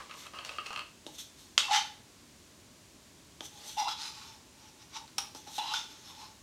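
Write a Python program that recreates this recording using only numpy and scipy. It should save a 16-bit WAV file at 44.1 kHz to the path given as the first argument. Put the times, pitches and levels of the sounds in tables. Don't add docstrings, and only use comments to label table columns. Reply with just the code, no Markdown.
import sys
import numpy as np
from scipy import signal
from scipy.fft import rfft, irfft
from scipy.io import wavfile

SR = 44100
rng = np.random.default_rng(int(sys.argv[2]) if len(sys.argv) > 2 else 0)


def decibels_to_gain(level_db):
    exponent = np.asarray(level_db, float) / 20
    return 10 ** exponent


def persist_wave(psi):
    counts = np.round(np.clip(psi, -1, 1) * 32767).astype(np.int16)
    wavfile.write(sys.argv[1], SR, np.atleast_2d(counts).T)


N = 283122

# frequency in Hz, width in Hz, level in dB.
SPOON_LOW = [(583, 120, -4.5), (1060, 150, 4), (1243, 71, 6.5), (1560, 130, -2)]
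SPOON_BOWL = [(2160, 200, -14.5), (2625, 78, -3.5), (2840, 120, -1.5), (2760, 260, -6), (3150, 180, -1.5),
              (4300, 320, 1), (4560, 260, -18)]


def rms_one(x):
    return x / np.sqrt(np.mean(x ** 2) + 1e-20)


def at_hz(points, hz):
    table_hz, value = np.transpose(points)
    return np.interp(np.log(hz), np.log(table_hz), value)


def high(x, hz):
    return signal.sosfilt(signal.butter(4, hz, "high", fs=SR, output="sos"), x)


def dull(x, hz):
    return signal.sosfilt(signal.butter(2, hz, fs=SR, output="sos"), x)


def colour(x, spectrum):
    hz = np.maximum(np.fft.rfftfreq(N, 1 / SR), 1)
    return rms_one(irfft(rfft(x) * decibels_to_gain(at_hz(spectrum, hz)), N))


def resonate(x, modes):
    out = 0
    for k, (hz, width_hz, db) in enumerate(modes):
        r = np.exp(-np.pi * max(width_hz, 5) / SR)
        w = 2 * np.pi * hz / SR
        ring = signal.lfilter([0, np.sin(w)], [1, -2 * r * np.cos(w), r * r], x + 1e-18)
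        out = out + (-1) ** k * decibels_to_gain(db) * ring
    return out


def strikes(times, levels_db):
    out = np.zeros(N)
    out[np.round(np.asarray(times) * SR).astype(int)] = decibels_to_gain(levels_db)
    return out


def bursts(times, levels_db, t60):
    fall = signal.lfilter([1], [1, -decibels_to_gain(-60 / (t60 * SR))], strikes(times, levels_db) + 1e-18)
    return fall * rng.standard_normal(N)


def grains(per_s, spread_db):
    sizes = decibels_to_gain(spread_db * np.minimum(rng.exponential(1, N), 4)) * rng.choice([-1, 1], N)
    return sizes * (rng.random(N) < per_s / SR)


def swells(rows):
    t, out = np.arange(0, N + 32, 32) / SR, 0
    for peak_s, rise_s, fall_s, *levels_db in rows:
        away = np.where(t < peak_s, (peak_s - t) / rise_s, (t - peak_s) / fall_s)
        out = out + decibels_to_gain(np.array(levels_db)[:, None] - 19 * away ** 1.24)
    return [np.interp(np.arange(N) / SR, t, gain) for gain in out]


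def rubbed(x, modes, wander_db):
    peaks = [(hz, width_hz + 0.0064 * hz, db + 20 * np.log10(width_hz + 0.012 * hz))
             for hz, width_hz, db in modes]
    click = resonate(np.arange(4096) == 0, peaks)
    knots = np.arange(0, len(x) + 1500, 1500)
    rung = 0
    for k, peak in enumerate(peaks):
        drift = np.interp(np.arange(len(x)), knots, rng.standard_normal(len(knots)))
        rung = rung + (-1) ** k * resonate(x * decibels_to_gain(wander_db * drift), [peak])
    return rung / np.sqrt(np.sum(click ** 2))


def moving(s, pitch_hz, width_hz):
    turns = np.cumsum(np.interp(np.arange(N) / SR, s, pitch_hz)) / SR
    r = np.exp(-np.pi * width_hz / SR)
    noise = rng.standard_normal(N) + 1j * rng.standard_normal(N)
    pull = signal.lfilter([1], [1, -2 * r, r * r], noise)
    pull = pull / np.abs(pull) ** 0.31
    return rms_one((pull * np.exp(2j * np.pi * turns)).real)


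def room_hum():
    # frequency in Hz, density in dB per Hz.
    hum = [(15, -58), (25, -45), (43, -6), (76, 0), (212, -3.5), (249, -1), (373, -5), (489, -12),
           (591, -9), (775, -14), (1100, -11.5), (1230, -16), (1330, -15), (6920, -14), (16000, -31)]
    return decibels_to_gain(-57.5) * colour(rng.standard_normal(N), hum)


def finger_rustle():
    # peak in seconds, rise in seconds, fall in seconds, level in dB.
    fingers = [
        (3.65, 0.15, 0.11, -60),
        (0.002, 0.013, 0.094, -59),
        (0.2, 0.29, 0.25, -64),
        (0.35, 0.022, 0.16, -60.5),
        (0.457, 0.017, 0.21, -54),
        (0.664, 0.012, 0.032, -55),
        (0.78, 0.23, 0.053, -59),
    ]
    # frequency in Hz, density in dB per Hz.
    rustle = [(240, -33), (500, 2.5), (1200, -3), (2500, -2.5), (4500, -2.5), (6000, -7), (9000, -11),
              (11600, -25), (16000, -24)]
    grip, = swells(fingers)
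    return decibels_to_gain(5.0) * grip * colour(grains(7000, spread_db=3.0), rustle)


def spoon_slides():
    # peak in seconds, rise in seconds, fall in seconds, low clank in dB, bowl ring in dB.
    slides = [(0.34, 0.0045, 0.094, -50, -59), (0.395, 0.063, 0.065, -51, -53.5),
              (0.5, 0.1, 0.23, -54, -59), (0.6, 0.04, 0.046, -58, -51.5), (0.68, 0.056, 0.086, -58, -54),
              (0.71, .005, .08, -51, -57), (0.78, 0.058, 0.058, -51, -51), (0.815, 0.058, .025, -53, -55)]
    # peak in seconds, rise in seconds, fall in seconds, level in dB.
    heft = [
        (0.002, 0.012, 0.058, -46),
        (0.108, 0.024, 0.062, -46.5),
        (0.27, 0.093, 0.015, -48),
    ]
    # frequency in Hz, width in Hz, level in dB.
    palm = [(1060, 150, 4.5), (1230, 94, 5.5), (1670, 150, -3), (2050, 240, -0.5), (2900, 1100, -7)]
    rub = rms_one(grains(2500, spread_db=3.0))
    low, bowl = swells(slides)
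    press, = swells(heft)
    out = rubbed((low * rub)[:SR], SPOON_LOW, wander_db=1.0)
    out += decibels_to_gain(3.5) * rubbed((bowl * rub)[:SR], SPOON_BOWL[:3], wander_db=0.0)
    out += rubbed((press * rub)[:SR], palm, wander_db=-3.0)
    return decibels_to_gain(-1.5) * np.pad(out, (0, N - SR))


def spoon_knocks():
    # time in seconds, peak in dB, low clank and bright tick in dB re peak.
    rattle = [(0.097, -47, -1.5, -21), (0.111, -37, -12, -20), (0.14, -47, 2.5, -9),
              (0.266, -40, -3.5, -11), (0.336, -43, -2, -26), (0.342, -48, -10, -20),
              (0.388, -28, -14, -34), (0.409, -47, -3, -21), (0.4491, -37.5, -13, -7),
              (0.4928, -30, -12.5, -20), (0.5844, -30, -9, -29), (0.6617, -31, -21, -27),
              (0.666, -38, -23, -8.5), (0.7058, -38.5, -1, -18), (0.73, -39.5, -4, -9),
              (0.761, -29, -14, -20), (0.775, -37, -1, -17), (0.7927, -30, -22, -18),
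              (0.807, -41, -7.5, -22), (0.82, -50, -13, -13)]
    s, peak_db, low_db, tick_db = np.transpose(rattle)
    luck_db = 2.7 * rng.standard_normal((len(s), 14))
    out = dull(high(bursts(s, peak_db + tick_db + 19.0, t60=0.01), 3400), 4900)
    for k, mode in enumerate(SPOON_BOWL):
        blow_db = peak_db + luck_db[:, k]
        blow = strikes(s, blow_db - 7.0) + bursts(s, blow_db - 24.0, t60=0.02)
        out += resonate(dull(high(blow, 1300), 5000), [mode])
    for k, mode in enumerate(SPOON_LOW):
        blow_db = peak_db + low_db - 24.5 + luck_db[:, -1 - k]
        out += resonate(bursts(s, blow_db, t60=0.041), [mode])
    return out


def can_blows():
    # time in seconds, peak in dB, contact pitch in Hz, can ring and thud in dB re peak.
    knocks = [
        (1.0652, -27.5, 3800, -22, -7),
        (3.407, -24, 3350, -28, -14),
        (5.3487, -33, 5030, -31, -7.5),
        (5.4756, -40, 3740, -17, -4),
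        (5.5812, -25, 3900, -6.5, -15),
    ]
    # time in seconds, peak in dB, contact pitch in Hz, can ring and crack in dB re peak.
    clicks = [
        (1.5785, -2, 3220, -71, -15),
        (3.8831, -22, 3910, -13, -44),
        (5.078, -37, 4140, -50, -27),
        (5.1821, -9.5, 5310, -22, -25),
        (5.7375, -19, 5300, -22, -32.5),
    ]
    # frequency in Hz, width in Hz, level in dB.
    cavity = [(767, 28, -6), (906, 130, 5.5), (870, 44, -6)]
    click_thud_db, knock_crack_db = -40.5, -21
    rows = [(*row, click_thud_db) for row in clicks]
    rows += [(*row[:-1], knock_crack_db, row[-1]) for row in knocks]
    s, peak_db, contact_hz, ring_db, crack_db, thud_db = np.transpose(rows)
    out = 0
    for t, db, hz, top_db in zip(s, peak_db, contact_hz, crack_db):
        touch = resonate(strikes([t, t + 2 / hz], [db - 16.0, db - 18.0]), [(hz, 3000, 0.0)])
        touch = touch + bursts([t], db - 24.5, t60=0.015)
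        body_db = -5.0 - 9.1 * np.log2(hz / 3000)
        out = out + resonate(touch, [(hz, 550, 0.0), (0.64 * hz, 700, -6.0), (1320, 300, body_db),
                                     (1.7 * hz, 900, -11.0), (2.0 * hz, 1500, -9.0)])
        edge_hz = min(hz ** 2 / 1500, 19000)
        crack = high(bursts([t], db + top_db + 12.5, t60=0.02), 2570)
        out = out + dull(dull(crack, edge_hz), edge_hz)
    out = dull(high(out, 640), 10700)
    out += high(resonate(strikes(s, peak_db + thud_db), [(286, 55, -0.89), (626, 150, -1.5)]), 283)
    return out + resonate(bursts(s, peak_db + ring_db - 19.5, t60=0.037), cavity)


def contacts():
    # frequency in Hz, width in Hz, level in dB.
    sifts = [(0.2, 0.095, 0.11, -50, -80), (5.362, 0.012, 0.1, -52.5, -78),
             (1.07, 0.004, 0.045, -52.5, -44), (1.155, 0.051, 0.024, -51.5, -75),
             (1.185, .004, .03, -49.5, -75), (1.197, 0.023, 0.066, -44, -75),
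             (1.396, 0.039, 0.19, -56, -67), (3.417, 0.0083, 0.025, -66, -41.5),
             (3.457, 0.045, 0.026, -45, -67), (3.58, 0.16, 0.17, -56.5, -54),
             (3.685, 0.057, 0.11, -44.5, -56), (5.57, 0.094, 0.028, -43, -75)]
    sift_modes = [(3490, 490, -4.5), (4400, 260, -8.5), (6000, 410, -8), (6370, 520, -7)]
    skids = [
        (1.586, 0.004, 0.029, -27, -53),
        (1.603, 0.011, 0.038, -34, -53),
    ]
    skid_modes = [(1350, 320, -19), (3060, 180, -1), (3460, 180, 1), (3620, 100, 11), (4050, 220, -5),
                  (4520, 230, -3), (5300, 150, -11), (6500, 180, -1), (8150, 500, -10)]
    rebounds = [
        (1.635, 0.012, 0.053, -38.5, -44),
        (1.655, .02, 0.037, -44.5, -50),
    ]
    rebound_modes = [(2690, 25, 17), (3080, 280, -5), (3920, 200, -13), (5200, 80, -5), (4300, 200, -13),
                     (6400, 150, -9)]
    digs = [
        (1.714, 0.031, 0.032, -37.5, -21),
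        (1.737, 0.029, 0.04, -29, -26),
        (1.765, 0.036, 0.031, -26, -25),
        (1.79, 0.018, 0.032, -38, -36.5),
        (1.81, .02, 0.034, -49, -47),
        (1.85, 0.037, 0.15, -54, -51),
    ]
    dig_modes = [(1720, 68, -2.5), (2025, 24, 3), (2206, 40, -6), (2600, 53, -12), (2940, 38, -0.5),
                 (3140, 53, -2), (3450, 65, -2.5), (3720, 150, -1), (4360, 50, -5), (4560, 36, -7),
                 (5180, 40, -14), (5900, 66, -11), (6150, 50, -7), (6440, 80, -11)]
    rims = [
        (3.775, 0.0073, 0.052, -38, -26),
        (3.8, 0.024, 0.042, -34, -29.5),
        (3.824, 0.015, 0.02, -45, -25.5),
        (3.845, 0.015, 0.045, -42, -41),
        (3.874, 0.017, 0.017, -45, -25.5),
    ]
    rim_modes = [(2086, 24, 1), (2755, 29, 6), (3510, 140, 2), (4040, 90, 0.5), (5030, 79, -1),
                 (5800, 53, 2.5), (5460, 28, -18), (6400, 37, -16), (8100, 40, -30), (9400, 48, -27),
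                 (14000, 100, -33)]
    drags = [
        (3.885, 0.0065, 0.063, -33.5, -39),
        (3.913, 0.0055, 0.033, -39, -52),
        (5.64, 0.023, 0.15, -47.5, -41.5),
        (5.68, 0.057, 0.066, -41.5, -46),
        (5.72, 0.031, 0.034, -38.5, -37),
    ]
    drag_modes = [(2810, 130, 2.5), (3180, 22, 2), (3400, 8.4, 0), (3910, 110, 4), (5200, 250, -3.5),
                  (4600, 52, -15), (5760, 130, -15), (6340, 300, -19), (11700, 240, -29)]
    levels = [
        (4.0, 0.073, 0.046, -48.5, -49.5),
        (4.022, 0.04, 0.092, -44.5, -50),
        (4.072, 0.085, 0.055, -43, -48.5),
        (4.185, 0.15, 0.089, -49, -52.5),
    ]
    level_modes = [(3630, 170, -5.5), (3870, 39, -7), (4040, 31, 1), (4400, 58, -8), (4550, 50, -7),
                   (5000, 130, -0.5), (5250, 110, -2), (5700, 90, -12), (5820, 50, -9), (6400, 200, -9),
                   (7200, 100, -13), (7700, 87, -18), (9430, 65, -17), (11800, 100, -25)]
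    smooths = [
        (4.23, 0.095, 0.13, -52, -66),
        (4.3, 0.12, 0.2, -59, -54.5),
        (5.91, 0.029, 0.25, -53.5, -62),
        (6.105, 0.093, 0.029, -51.5, -55),
        (6.225, 0.14, .11, -49.5, -45.5),
    ]
    smooth_modes = [(2850, 500, -8), (3520, 250, 1), (4160, 480, -2), (5300, 110, 2), (6400, 400, -5),
                    (9430, 100, -14), (11600, 100, -13)]
    nudges = [
        (4.66, 0.141, 0.089, -56.5, -56),
        (4.826, 0.061, 0.048, -55, -55.5),
        (4.955, 0.048, 0.035, -44.5, -62),
        (4.966, 0.014, 0.03, -43.5, -36),
        (5.04, 0.097, 0.0224, -82, -47),
        (5.085, 0.0097, 0.046, -58.5, -70),
    ]
    nudge_modes = [(2236, 112, -5), (2800, 51, 0.5), (3670, 390, -1), (5750, 470, 2), (9370, 50, -12),
                   (11500, 60, -17)]
    taps = [
        (5.186, 0.0046, 0.0099, -31, -47),
        (5.2, 0.021, 0.082, -49.5, -41.5),
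        (5.35, 0.0044, 0.043, -52.5, -40),
        (5.474, 0.0089, 0.059, -53.5, -37),
    ]
    tap_modes = [(3940, 320, 10), (4570, 140, -4), (5060, 87, 3), (5200, 90, -6), (5700, 180, 12),
                 (6100, 80, -2), (7500, 190, -14), (8450, 230, -16), (9400, 260, -19), (11380, 200, -18)]
    catches = [
        (5.584, 0.006, 0.037, -31.5, -24.5),
        (5.615, 0.019, 0.053, -41.5, -33.5),
    ]
    catch_modes = [(2750, 240, -0.5), (3480, 51, 5), (3950, 73, 6), (4100, 60, 0), (5300, 400, -11),
                   (6400, 380, -18)]
    shakes = [
        (5.739, 0.0018, 0.036, -33, -33),
        (5.762, 0.031, 0.034, -37.5, -53),
        (5.79, 0.037, 0.11, -40, -44),
    ]
    shake_modes = [(1413, 20.6, -20), (2800, 50, 3.5), (3150, 72, 2.5), (3390, 53, 5), (3560, 65, 9),
                   (3850, 39, -3), (4290, 120, -0.5), (5000, 150, -1), (5400, 180, -3), (5660, 200, -6),
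                   (6320, 110, -1), (7080, 180, -12)]
    return [(sifts, sift_modes, -14, -1), (skids, skid_modes, -4, -12), (rebounds, rebound_modes, -6, -12),
            (digs, dig_modes, 0.5, -16), (rims, rim_modes, -8, -14), (drags, drag_modes, -6, -16),
            (levels, level_modes, -3, -13), (smooths, smooth_modes, -3, -13), (catches, catch_modes, -8, -16),
            (nudges, nudge_modes, -1.5, -21), (taps, tap_modes, 1.5, -11), (shakes, shake_modes, -4.5, -15)]


def scrape():
    # frequency in Hz, density in dB per Hz.
    crowd_spectrum = [(590, -31), (1000, -3.5), (1430, 1), (1570, -7), (2050, -6.5), (2470, -3.5),
                      (3010, -4.5), (6330, -5.5), (16000, -48)]
    # frequency in Hz, density in dB per Hz.
    powder_spectrum = [(3000, -27), (5500, 0.5), (7000, -3.5), (8500, -4.5), (10300, -11), (11500, -7.5),
                       (15200, -19), (16000, -27)]
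    # time in seconds, cavity pitch in Hz.
    mouth = [
        (1.668, 860),
        (1.695, 797),
        (1.771, 850),
        (3.851, 848),
        (3.88, 870),
        (5.0, 868),
        (5.199, 850),
        (6.1, 868),
    ]
    rub = rms_one(grains(6000, spread_db=3.0))
    crowd = colour(grains(5000, spread_db=4.0), crowd_spectrum)
    sheet, cavity, powder = np.zeros((3, N))
    for rows, modes, crowd_db, powder_db in contacts():
        effort, air = swells(rows)
        live = np.flatnonzero(effort > 1e-5)
        for run in np.split(live, np.flatnonzero(np.diff(live) > 1) + 1):
            span = slice(run[0], run[-1] + 3000)
            sheet[span] += rubbed((effort * rub)[span], modes, wander_db=3.0)
        sheet += decibels_to_gain(crowd_db) * effort * crowd
        cavity += air
        powder += decibels_to_gain(powder_db) * effort
    hollow = high(cavity * moving(*np.transpose(mouth), width_hz=107), 745)
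    hiss = powder * colour(grains(7400, spread_db=1.5), powder_spectrum)
    return decibels_to_gain(-6.5) * hollow + decibels_to_gain(-3.5) * high(sheet, 1110) + decibels_to_gain(-3.5) * hiss


def singing_handle():
    # peak in seconds, rise in seconds, fall in seconds, level in dB, pitch in Hz.
    overhang = np.array([(1.685, 0.006, 0.015, -35, 1082), (3.833, 0.034, 0.022, -40, 983),
                         (3.873, 0.022, 0.022, -32, 994), (3.884, 0.005, 0.11, -47, 1350),
                         (4.178, 0.23, 0.24, -59, 1086), (4.958, 0.05, 0.084, -54, 1071),
                         (5.192, .005, 0.12, -52, 1250), (5.649, 0.043, .1, -44.5, 984),
                         (5.68, 0.031, 0.036, -52, 1050), (5.72, 0.033, 0.033, -46, 1164),
                         (5.735, 0.018, 0.012, -54, 1228), (5.739, 0.0028, 0.02, -31, 1413),
                         (5.77, 0.02, 0.04, -61, 1413), (6.106, 0.023, 0.029, -55, 1047),
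                         (6.24, 0.096, 0.093, -57.5, 1060)])
    level, = swells(overhang[:, :4])
    peak_s, pitch_hz = overhang[:, [0, 4]].T
    return decibels_to_gain(-3.0) * high(level * moving(peak_s, pitch_hz, width_hz=143), 630)


def kitchen(x):
    # frequency in Hz, t60 in seconds.
    decay = [(300, 0.47), (900, 0.33), (3000, 0.43), (8000, 0.35), (14000, 0.42)]
    t, tail = np.arange(SR // 2) / SR, 0
    for hz in 250 * 2.0 ** np.arange(6.5):
        edges_hz = [hz / np.sqrt(2), min(hz * np.sqrt(2), 20000)]
        band = signal.butter(2, edges_hz, "band", fs=SR, output="sos")
        noise = signal.sosfilt(band, rng.standard_normal(len(t)))
        tail = tail + noise * decibels_to_gain(-60 * t / at_hz(decay, hz))
    tail = tail * (t > 0.004)
    return signal.fftconvolve(x, tail / np.sqrt(np.sum(tail ** 2)))[:N]


def scene():
    near = finger_rustle() + spoon_slides() + spoon_knocks()
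    near = near + can_blows() + scrape() + singing_handle()
    return (near + decibels_to_gain(-6.5) * kitchen(near) + room_hum())[None]


def top_cut(x):
    return signal.sosfilt(signal.butter(12, 15830, fs=SR, output="sos"), x)


def record(dry):
    return top_cut(dry)


dry = scene()
out = record(dry)
persist_wave(out)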